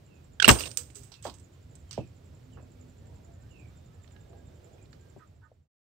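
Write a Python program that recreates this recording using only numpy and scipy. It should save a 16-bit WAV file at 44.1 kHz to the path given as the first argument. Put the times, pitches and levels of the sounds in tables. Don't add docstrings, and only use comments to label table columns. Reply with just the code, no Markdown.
import sys
import numpy as np
from scipy import signal
from scipy.fft import rfft, irfft
from scipy.io import wavfile

SR = 44100
rng = np.random.default_rng(int(sys.argv[2]) if len(sys.argv) > 2 else 0)


def makeup_ratio(level_db):
    decades = np.asarray(level_db, float) / 20
    return 10 ** decades


def put_to_file(sound):
    columns = np.atleast_2d(sound).T
    safe = np.clip(columns, -1, 1)
    whole_steps = np.round(safe * 32767)
    wavfile.write(sys.argv[1], SR, whole_steps.astype(np.int16))


N = 257544


def at_hz(points, hz):
    f, value = np.array(points).T
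    return np.interp(np.log(hz), np.log(f), value)


def over_time(s, values):
    return np.interp(np.arange(N) / SR, s, values)


def rms_one(x):
    return x / np.sqrt(np.mean(np.mean(np.atleast_2d(x), axis=0) ** 2) + 1e-30)


def sides(lean_db):
    left = makeup_ratio(lean_db)
    return np.array([left, np.ones_like(left)]) * 2 / (1 + left)


def correlated(mid, side, alike):
    alike = np.clip(alike, -1, 1)
    return np.sqrt(1 + alike) * mid + np.sqrt(1 - alike) * side * [[1], [-1]]


def noise(spectrum, lean, likeness):
    hz = np.maximum(np.fft.rfftfreq(N, 1 / SR), 1)
    mid, side = rfft(rng.standard_normal((2, N)))
    pair = correlated(mid, side, at_hz(likeness, hz))
    inside = (hz > spectrum[0][0]) & (hz < spectrum[-1][0])
    lean_gain = [makeup_ratio(at_hz(lean, hz)), np.ones(len(hz))]
    return irfft(pair * inside * makeup_ratio(at_hz(spectrum, hz)) * lean_gain, N)


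def drift(rate_hz, size=N):
    r = np.exp(-2 * np.pi * rate_hz / SR)
    settle = 9000
    chance = rng.standard_normal(size + settle)
    return rms_one(signal.lfilter([1], [1, -2 * r, r * r], chance)[settle:])


def bandpass(x, low_hz, high_hz, order):
    return signal.sosfilt(signal.butter(order, [low_hz, high_hz], "band", fs=SR, output="sos"), x)


def add(out, s, sound):
    i = round(s * SR)
    out[..., i:i + sound.shape[-1]] += sound[..., :N - i]


def dying(t60, rise):
    t = np.arange(round(max(t60, .005) * 1.1 * SR)) / SR
    return (1 - np.exp(-t / rise)) * makeup_ratio(-60 * t / t60)


PATCH_EDGES = [150, 350, 600, 1000, 2100]
# t/s, half length/s, band number, level/dB
PASSES = [(2.75, .15, 1, 3), (3.15, .1, 2, 4), (3.27, .07, 1, 3), (3.4, .15, 3, 2.5), (3.6, .08, 0, 3),
          (4.0, .12, 1, 2), (4.33, .1, 2, 4), (4.33, .1, 1, 3), (4.72, .08, 2, 4), (4.72, .08, 1, 3),
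          (4.72, .1, 3, 2)]


def patchy(x):
    out, t = x.copy(), np.arange(N) / SR
    for k, edges in enumerate(zip(PATCH_EDGES, PATCH_EDGES[1:])):
        band = signal.sosfiltfilt(signal.butter(2, edges, "band", fs=SR, output="sos"), x)
        lift_db = sum(db * np.exp(-((t - s) / half) ** 2) for s, half, which, db in PASSES if which == k)
        out += (makeup_ratio(1.2 * drift(2.1) + lift_db) - 1) * band
    return out


# t/s, level/dB
TRAFFIC_SWELL = [(0, -2.5), (.15, -1), (.7, 1.5), (1.2, -3), (1.35, 0), (1.6, -1.5), (2.2, -1), (2.65, 1),
                 (2.9, -1), (3.1, 1.5), (3.45, 1.5), (4.05, -0.5), (4.25, 0.5), (4.65, 0.5), (4.85, -0.5),
                 (5.2, -1.5)]
# f/Hz, level/dB per Hz
RUMBLE = [(13, -45), (28, -20), (81, 2.5), (140, -5), (189, -15.5), (260, -14.5), (340, -39.5), (570, -120)]
TRAFFIC = [(88, -29), (150, -1.5), (188, -6.5), (251, -12), (286, -4.5), (663, -8.5), (1100, -25),
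           (1600, -27), (2080, -57), (3520, -120)]
HISS = [(530, -26.5), (900, -2), (1340, -4), (2220, -6), (3730, -8.5), (6030, -12), (8050, -13.5),
        (9650, -21.5), (10800, -23), (13000, -20), (15600, -18.5), (16000, -25)]
# f/Hz, left-right level/dB
YARD_LEAN = [(60, -4), (110, -1), (200, -1.5), (380, -3.0), (700, -5.5), (1290, -6), (2380, -5), (4400, -5),
             (8120, -8), (15000, -1)]
# f/Hz, left-right likeness
YARD_LIKENESS = [(60, 1), (130, 0.92), (290, 0.7), (640, -0.29), (1410, 0.24), (3100, 0.22), (6820, 0.49),
                 (15000, -0.03)]


def yard():
    swell_db = over_time(*np.transpose(TRAFFIC_SWELL))
    layers = [noise(colour, YARD_LEAN, YARD_LIKENESS) for colour in (RUMBLE, TRAFFIC, HISS)]
    rumble, traffic, hiss = [rms_one(layer) for layer in layers]
    rumble *= makeup_ratio(-50.5 + swell_db + 2.0 * drift(6.4))
    traffic = patchy(traffic) * makeup_ratio(-61.5 + 1.1 * swell_db + 0.95 * drift(4.8))
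    turned_db = over_time([4.95, 5.6], [0, -2.5])
    return rumble + traffic + hiss * makeup_ratio(-69.8 + 0.63 * drift(5) + turned_db)


# t/s, chirps so far
CRICKET_CLOCK = [(.065, 0), (.335, 3), (1.166, 12), (1.535, 16), (1.628, 17), (1.712, 18), (2.166, 23),
                 (2.812, 30), (3.071, 33), (3.424, 37), (4.733, 52), (4.923, 54), (5.63, 62)]
# delay t/s, level/dB, first f/Hz, last f/Hz
STROKES = [
    (-.016, -6.5, 7600, 6800),
    (-.003, 1, 7597, 6702),
    (.009, -8, 7300, 7200),
    (.021, -13.5, 7300, 7200),
]


def cricket(level_db):
    s, count = np.transpose(CRICKET_CLOCK)
    out, u = np.zeros(N), np.linspace(0, 1, 520)
    for centre in np.interp(np.arange(63), count, s):
        loud_db = level_db + rng.normal(0, 1.5)
        for delay, db, first_hz, last_hz in STROKES:
            hz = first_hz + (last_hz - first_hz) * u + rng.normal(0, 98)
            tone = np.sin(np.pi * u ** 0.54) * np.sin(2 * np.pi * np.cumsum(hz) / SR)
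            add(out, centre + delay, makeup_ratio(loud_db + db + rng.normal(0, 1.2)) * tone)
    turned_db = over_time([4.95, 5.6], [0, -9])
    return out * makeup_ratio(3.1 * drift(300) + turned_db) * sides(-21.0)[:, None]


def calls(rows, lean_db, sag, rough_hz):
    out = np.zeros((2, N))
    for start, end, first_hz, last_hz, db in rows:
        u = np.linspace(0, 1, round((end - start) * SR))
        wander = .6 + drift(rough_hz, size=SR) + 1j * drift(rough_hz, size=SR)
        wander = wander[np.arange(len(u)) % SR]
        wander *= 1.5 / np.sqrt(np.mean(np.abs(wander) ** 2))
        phase = 2 * np.pi * np.cumsum(last_hz + (first_hz - last_hz) * (1 - u) ** sag) / SR
        whistle = np.sin(np.pi * u) ** .4 * (wander * np.exp(1j * phase)).real
        add(out, start, makeup_ratio(db) * sides(lean_db)[:, None] * whistle)
    return out


def level(rows):
    return [(start, end, hz, hz, db) for start, end, hz, db in rows]


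# start t/s, end t/s, f/Hz, level/dB
BARKS = [(5.2, 5.25, 1270, -59), (5.19, 5.245, 1550, -63), (5.19, 5.24, 1880, -69), (5.17, 5.23, 1000, -68),
         (5.415, 5.465, 1500, -59), (5.42, 5.48, 1260, -63), (5.42, 5.47, 1800, -70),
         (5.41, 5.48, 930, -68)]


def dog():
    return calls(level(BARKS), -11.5, sag=1, rough_hz=100)


# start t/s, end t/s, f/Hz, level/dB
FAR_CALLS = [(3.86, 4.04, 1290, -77), (3.92, 4.04, 1730, -80), (4.12, 4.27, 1655, -72),
             (4.31, 4.44, 1620, -74), (4.46, 4.56, 1630, -77), (5.0, 5.19, 1590, -74),
             (3.65, 3.95, 3610, -83), (4.0, 4.14, 3620, -81), (4.18, 4.27, 3610, -80),
             (4.33, 4.6, 3620, -83), (4.12, 4.24, 820, -75), (4.29, 4.45, 815, -72), (3.08, 3.22, 950, -73),
             (3.06, 3.16, 460, -68), (3.0, 3.08, 1800, -79), (3.33, 3.5, 1800, -79),
             (4.53, 4.59, 3100, -83), (4.26, 4.38, 660, -70), (3.22, 3.38, 680, -71)]
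# start t/s, end t/s, first f/Hz, last f/Hz, level/dB
CLUCKS = [
    (3.42, 3.5, 1480, 1690, -76),
    (3.69, 3.79, 1170, 1560, -78),
]


def far_poultry():
    return calls(level(FAR_CALLS) + CLUCKS, -10.5, sag=1, rough_hz=18)


# start t/s, end t/s, f/Hz, level/dB
COOS = [
    (2.4, 2.73, 254, -60.5),
    (2.74, 2.95, 252, -60),
]


def dove():
    return calls(level(COOS), -8, sag=1, rough_hz=2.5)


# start t/s, end t/s, first f/Hz, last f/Hz, level/dB
CHEEPS = [(.07, .19, 2900, 2520, -72.5), (1.11, 1.22, 2950, 2550, -70), (1.87, 1.95, 3250, 2950, -74),
          (1.955, 2.05, 3150, 2450, -66), (2.52, 2.56, 3250, 2720, -70), (2.545, 2.635, 2850, 2510, -78),
          (3.495, 3.67, 2980, 2360, -66), (4.775, 4.83, 2600, 2400, -72), (4.71, 4.76, 3420, 3350, -81)]


def chicks():
    cheeps = calls(CHEEPS, -22.0, sag=1.7, rough_hz=60)
    echo_s, echo_db = .035, -6
    return cheeps + makeup_ratio(echo_db) * np.roll(cheeps, round(echo_s * SR), axis=1)


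def walls(x, wet_db):
    tail = dying(0.12, rise=0.0045)
    tail = tail * rng.standard_normal((2, SR))[:, :len(tail)]
    tail /= np.sqrt(np.sum(tail ** 2) / 2)
    return x + makeup_ratio(wet_db) * signal.fftconvolve(x, tail, axes=1)[:, :N]


def blows(rows, rise, spread, alike, strike=0):
    out = np.zeros((2, N))
    for s, db, hz, t60, lean_db in rows:
        fall = dying(t60, rise)
        mid, side = rng.standard_normal((2, round(.8 * SR)))[:, :len(fall)]
        pair = correlated(mid, side, alike)
        pair[:, round(rise * SR)] += strike * np.sqrt(SR / hz)
        body = bandpass(pair, hz / spread, min(hz * spread, .45 * SR), order=3)
        add(out, s, makeup_ratio(db) * sides(lean_db)[:, None] * fall * body / body.std())
    return out


# t/s, level/dB, body f/Hz, t60/s, left-
# right level/dB
THUMPS = [(.452, -25, 430, .1, -16.5), (.478, -11, 1450, 0.057, -3), (.555, -37.5, 1020, 0.27, -8.5),
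          (.42, -36, 600, 0.14, -10), (.478, -14, 560, .08, -8), (.481, -16, 720, 0.14, -3.5),
          (.478, -14, 170, 0.15, 1.5), (.4906, -5, 1180, .064, 2.5), (.493, -15, 300, .17, 2.5),
          (.503, -18.5, 704.7, .12, -7), (.55, -36.5, 486, 0.26, -13.5), (0.455, -30, 110, 0.44, -2),
          (.6, -41.5, 360, 0.38, -5), (.655, -42.5, 494, 0.18, -5.5)]
# t/s, level/dB, body f/Hz, t60/s, left-right level/dB
KNOCKS = [(1.117, -57.5, 892, .13, -5), (1.2515, -31, 708, 0.16, -5), (1.25, -47, 1400, 0.13, -12),
          (1.27, -44, 228, 0.19, -3), (1.258, -39, 390, .18, -2), (1.9767, -27, 475, 0.11, -4),
          (1.98, -33, 262, .18, -1), (1.985, -33.5, 103, 0.3, -2.5), (2.562, -53, 519, 0.3, -5),
          (2.575, -51, 450, .2, -3), (2.572, -56, 1150, 0.23, -10), (5.162, -42.5, 520, 0.071, 4.5),
          (5.162, -42, 219.8, 0.11, 12), (5.515, -43, 493, 0.05, -1.5), (4.33, -55, 750, 0.046, -4)]
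# start t/s, f/Hz, left level/dB, right level/dB, t60/s
RECOIL = [
    (0.5048, 62, -11, -12, 0.17),
    (.4981, 114.2, -9, -12, 0.13),
    (.478, 234.8, -10, -7.5, 0.12),
    (0.479, 348, -15, -7, 0.053),
    (.78, 489, -46, -44.5, 0.21),
    (0.96, 405, -50.5, -48, 0.28),
]


def stock():
    out = blows(THUMPS, rise=0.00072, spread=1.5, alike=-0.0053)
    out += blows(KNOCKS, rise=0.0008, spread=1.453, alike=0.66, strike=1.2)
    lag = np.array([[0], [1.0]])
    for s, hz, left_db, right_db, t60 in RECOIL:
        swing = dying(t60, rise=0.0045)
        wave = np.sin(2 * np.pi * hz * np.arange(len(swing)) / SR - lag)
        add(out, s, makeup_ratio(np.array([[left_db], [right_db]])) * swing * wave)
    return out


# t/s, slip rate f/Hz, rise/s, fundamental level/dB, octave level/dB
SLIPS = [
    (.4015, 1645, .0015, -14.5, -15.5),
    (.4258, 1540, .004, -12.5, -24),
    (.4275, 2810, .002, -19, -34),
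    (.4456, 1400, .0012, -13, -1.5),
]


def trigger():
    out, t = np.zeros(N), np.arange(-400, 1200) / SR
    for s, hz, rise, first_db, octave_db in SLIPS:
        fall = max(.0043 - rise, .001)
        spindle = np.where(t < 0, np.exp(-(t / rise) ** 2), np.exp(-(np.abs(t) / fall) ** 1.3))
        upper_db = (first_db + octave_db) / 2 - 14
        levels_db = [first_db, octave_db, upper_db, upper_db - 9.5, upper_db - 12]
        wobble = .25 * drift(250, size=len(t))
        tone = np.zeros(len(t))
        for k, db in enumerate(levels_db, 1):
            tone += makeup_ratio(db) * np.sin(2 * np.pi * (k * hz * t + rng.random()) + k * wobble)
        add(out, s + t[0], 1.75 * spindle * tone)
    late_s, far_db, dull_hz = .0014, -13, 2600
    dull = signal.sosfilt(signal.butter(1, dull_hz, fs=SR, output="sos"), out)
    return np.array([makeup_ratio(far_db) * np.roll(dull, round(late_s * SR)), out])


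# t/s, peak level/dB, colour f/Hz, tail level/dB
GRIT = [(.4, -22, 3260, -12), (.42, -28, 4300, -24), (.4245, -14, 4300, -24), (.4248, -16, 7000, -34),
        (.427, -17, 2400, -13), (.401, -27, 6600, -26), (.4545, -21, 7800, -30), (.465, -24, 2700, -20),
        (.444, -16, 4200, -17), (.4495, -19, 5200, -24)]
# t/s, peak level/dB, colour f/Hz, left-right level/dB, tail level/dB
SLAMS = [(.4539, -13, 2700, -13, -16), (.4783, -2, 3100, -25, -22), (.4845, -6, 7900, -27.5, -14),
         (0.4903, 1.5, 3100, -3.5, -31), (.4955, -5, 1800, 2.5, -32), (.4865, -7, 2700, -20, -30),
         (.5024, -10.5, 7690, -12, -38), (.5254, -31.5, 8000, -21, -13.5), (0.5, -34.5, 2775, -24, 2),
         (.5123, -13, 6500, -20, -30)]
# t/s, peak level/dB, colour f/Hz, tail level/dB
BOUNCES = [(.5557, -31, 2720, -20), (.5861, -30, 3000, -24), (.5955, -28.5, 7800, -20),
           (.6066, -27, 2950, -27), (.607, -25, 4330, -25), (.616, -37, 3500, -25), (.6254, -29, 6400, -30),
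           (.643, -38, 4900, -30), (.662, -35, 8200, -24), (.6374, -32, 2820, -32), (.6559, -31, 2770, -29),
           (.7074, -39, 5300, -17), (.7143, -29, 6600, -24), (.7722, -10.5, 8400, -16.5),
           (.9014, -54, 8120, -2), (.9016, -50, 2600, -14), (.9474, -44, 8000, -10),
           (.9547, -43.5, 7800, 1.5), (1.0331, -51.5, 8170, 1.5)]
# t/s, peak level/dB, colour f/Hz, tail level/dB
SETTLING = [(1.1179, -43.5, 4950, 0), (1.1398, -47.5, 4220, -1), (1.2251, -44, 7600, -5.5),
            (1.2441, -42.5, 7440, -7), (1.2674, -37, 4500, -9), (1.2965, -36.5, 4280, -17),
            (1.3399, -48, 7610, -1.5), (1.3844, -49, 7420, -22), (1.3967, -51, 8410, -6),
            (1.7539, -43, 7830, -11.5), (1.9101, -28, 5780, -17), (1.929, -34.5, 5830, -9.5),
            (1.9769, -49, 2670, -1)]
# t/s, peak level/dB, colour f/Hz
TICKS = [(4.0443, -50.5, 1900), (4.0775, -52, 1600), (4.164, -54, 2800), (4.077, -52, 3585),
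         (4.109, -50.5, 1600), (4.1632, -48, 1900), (4.3303, -52, 800), (4.781, -53, 1200),
         (4.8561, -54, 4200), (4.9292, -44, 2000), (4.9296, -46, 4400), (4.946, -55, 1600),
         (5.3486, -64, 1735), (5.394, -68, 1476), (5.4894, -61, 1530), (5.574, -76, 3606),
         (5.5894, -77, 3670)]


def touches():
    def kind(rows, t60, lean_db):
        return [(s, db, hz, t60, lean_db, tail_db) for s, db, hz, tail_db in rows]
    slams = [(s, db, hz, .019, lean_db, tail_db) for s, db, hz, lean_db, tail_db in SLAMS]
    ticks = kind([(*row, -18) for row in TICKS], t60=0.016, lean_db=-17.0)
    grit = kind(GRIT, t60=0.021, lean_db=-15.5)
    bounces = kind(BOUNCES, t60=0.014, lean_db=-17.5)
    return grit + slams + bounces + kind(SETTLING, t60=.019, lean_db=-15) + ticks


def contacts(rows, dull, bright):
    out, size = np.zeros((2, N)), round(.2 * SR)
    for s, db, hz, t60, lean_db, tail_db in rows:
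        shape = np.zeros(size)
        add(shape, 0, dying(t60, rise=0.00014))
        add(shape, 0, makeup_ratio(tail_db) * dying(.13, rise=0.0011))
        start = round(s * SR)
        broad = (dull + 1.4 * (hz / 8000) ** 1.5 * bright)[:, start:start + size]
        tinted = bandpass(broad, hz / 1.25, hz * 1.1, order=1)
        sound = tinted / tinted[1].std() + 0.18 * broad
        add(out, s, sides(lean_db)[:, None] * makeup_ratio(db - 7) * shape * sound)
    return out


# peak t/s, swell/s, peak level/dB, loss/dB per s, brightness level/dB
CHATTER = [
    (.5, .001, -19.5, 244.5, -1),
    (0.608, 0.023, -33.5, 200, -2.5),
    (0.659, 0.0032, -41, 110, -6.5),
    (.786, .006, -40.5, 205, -0.5),
    (.956, 0.0055, -49.5, 93, -.5),
    (1.259, 0.034, -43, 245, -3),
    (1.92, .002, -50, 142, -10),
]


def chatter(dull, bright):
    out, t = np.zeros((2, N)), np.arange(N) / SR
    grain_db = 1.6 * drift(300) - 4.5
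    rest_s, rest_db = .68, -11.5
    for s, swell, db, loss_db, bright_db in CHATTER:
        past = t - s
        curve_db = db + np.minimum(15 * past / swell, -loss_db * past)
        level_db = np.where(past < -swell, -150, curve_db)
        rest = makeup_ratio((s < rest_s) * rest_db * np.clip((t - rest_s) / .004, 0, 1))
        share = np.clip(makeup_ratio(bright_db), .05, .98)
        grains = makeup_ratio(level_db + grain_db) * sides(-13.5)[:, None]
        out += grains * (np.sqrt(1 - share ** 2) * rest * dull + share * rest ** .3 * bright)
    return out


# f/Hz, level/dB, t60/s
FLAP_MODES = [(2770, -20, 0.047), (2770, -15.5, 0.058), (3602, -20.5, .04), (7800, -18, 0.085),
              (12370, -17.5, 0.066), (8746, -32.5, 0.67), (5852, -40, 0.3), (4930, -33.5, 0.11),
              (2770, -39, 0.064), (14070, -41, 0.056), (12400, -36, 0.055), (2800, -28, 0.03),
              (3740, -36, 0.05), (3270, -33, 0.1), (8746, -56, .5), (3300, -50, .15), (4550, -52, .12)]
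STRUCK = [.4785, .489, .4785, .485, .481, .5125, .5125, .588, .586, .586, .595, .636, .656, .405, .7722,
          1.245, 1.245]


def ringing():
    out = np.zeros((2, N))
    for s, (hz, db, t60) in zip(STRUCK, FLAP_MODES):
        t = np.arange(round(t60 * SR)) / SR
        mode = (1 - np.exp(-t / .0008)) * makeup_ratio(db - 60 * t / t60) * np.sin(2 * np.pi * hz * t)
        add(out, s, sides(-20.0)[:, None] * mode)
    return out


# f/Hz, level/dB per Hz
DULL_STEEL = [(530, -39.5), (900, -13.5), (1050, -10), (1160, -6.5), (1960, -11), (2800, -5), (3610, -6.5),
              (4920, -7.5), (6000, -8.5), (7800, -41), (13200, -120)]
BRIGHT_STEEL = [(2940, -45), (5000, -7), (5720, -10.5), (6240, -3.5), (7040, -8), (8050, 2.5), (8660, -7),
                (9260, -13), (10100, -21), (10750, -43.5), (11500, -20.5), (13400, -14), (15900, -14.5),
                (16500, -30)]
# f/Hz, level/dB
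SHADE = [(700, 4), (2400, 6.5), (5000, 0.5), (8200, -9), (12000, 2.5), (16000, 2.5)]
# t/s, level/dB, band f/Hz, t60/s, left-right level/dB
SPARKS = [
    (.4783, -10, 14510, 0.012, -14.5),
    (.4905, -12.5, 14510, 0.03, -0.5),
    (.4905, -5.5, 3501, 0.025, 8.5),
    (.5122, -15.5, 7001, 0.0083, -17.5),
    (.7722, -21, 12900, 0.0082, -32),
    (.7722, -33, 8000, 0.0074, -28),
]


def steel():
    unlike = [(700, .2), (16000, .05)]  # f/Hz, left-right likeness
    dull, bright = [noise(colour, SHADE, unlike) for colour in (DULL_STEEL, BRIGHT_STEEL)]
    dull, bright = dull / dull[1].std(), bright / bright[1].std()
    sparks = blows(SPARKS, rise=.0005, spread=1.8, alike=0.078)
    return contacts(touches(), dull, bright) + sparks + chatter(dull, bright) + ringing()


def scene():
    animals = cricket(level_db=-63.5) + dog() + far_poultry() + dove() + chicks()
    return yard() + walls(animals, wet_db=-5) + stock() + trigger() + steel()


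def top_cut(x):
    return signal.sosfilt(signal.butter(12, 16370, fs=SR, output="sos"), x)


def record(dry):
    top = .99
    limited = dry / (1 + np.abs(dry / top) ** 6) ** (1 / 6)
    cut = signal.sosfilt(signal.cheby2(16, 60, 16300, fs=SR, output="sos"), limited)
    fade = makeup_ratio(-1.52) * over_time([4.99, 5.68], [1, 0]) ** 0.71
    return top_cut(cut * fade)


dry = scene()
out = record(dry)
put_to_file(out)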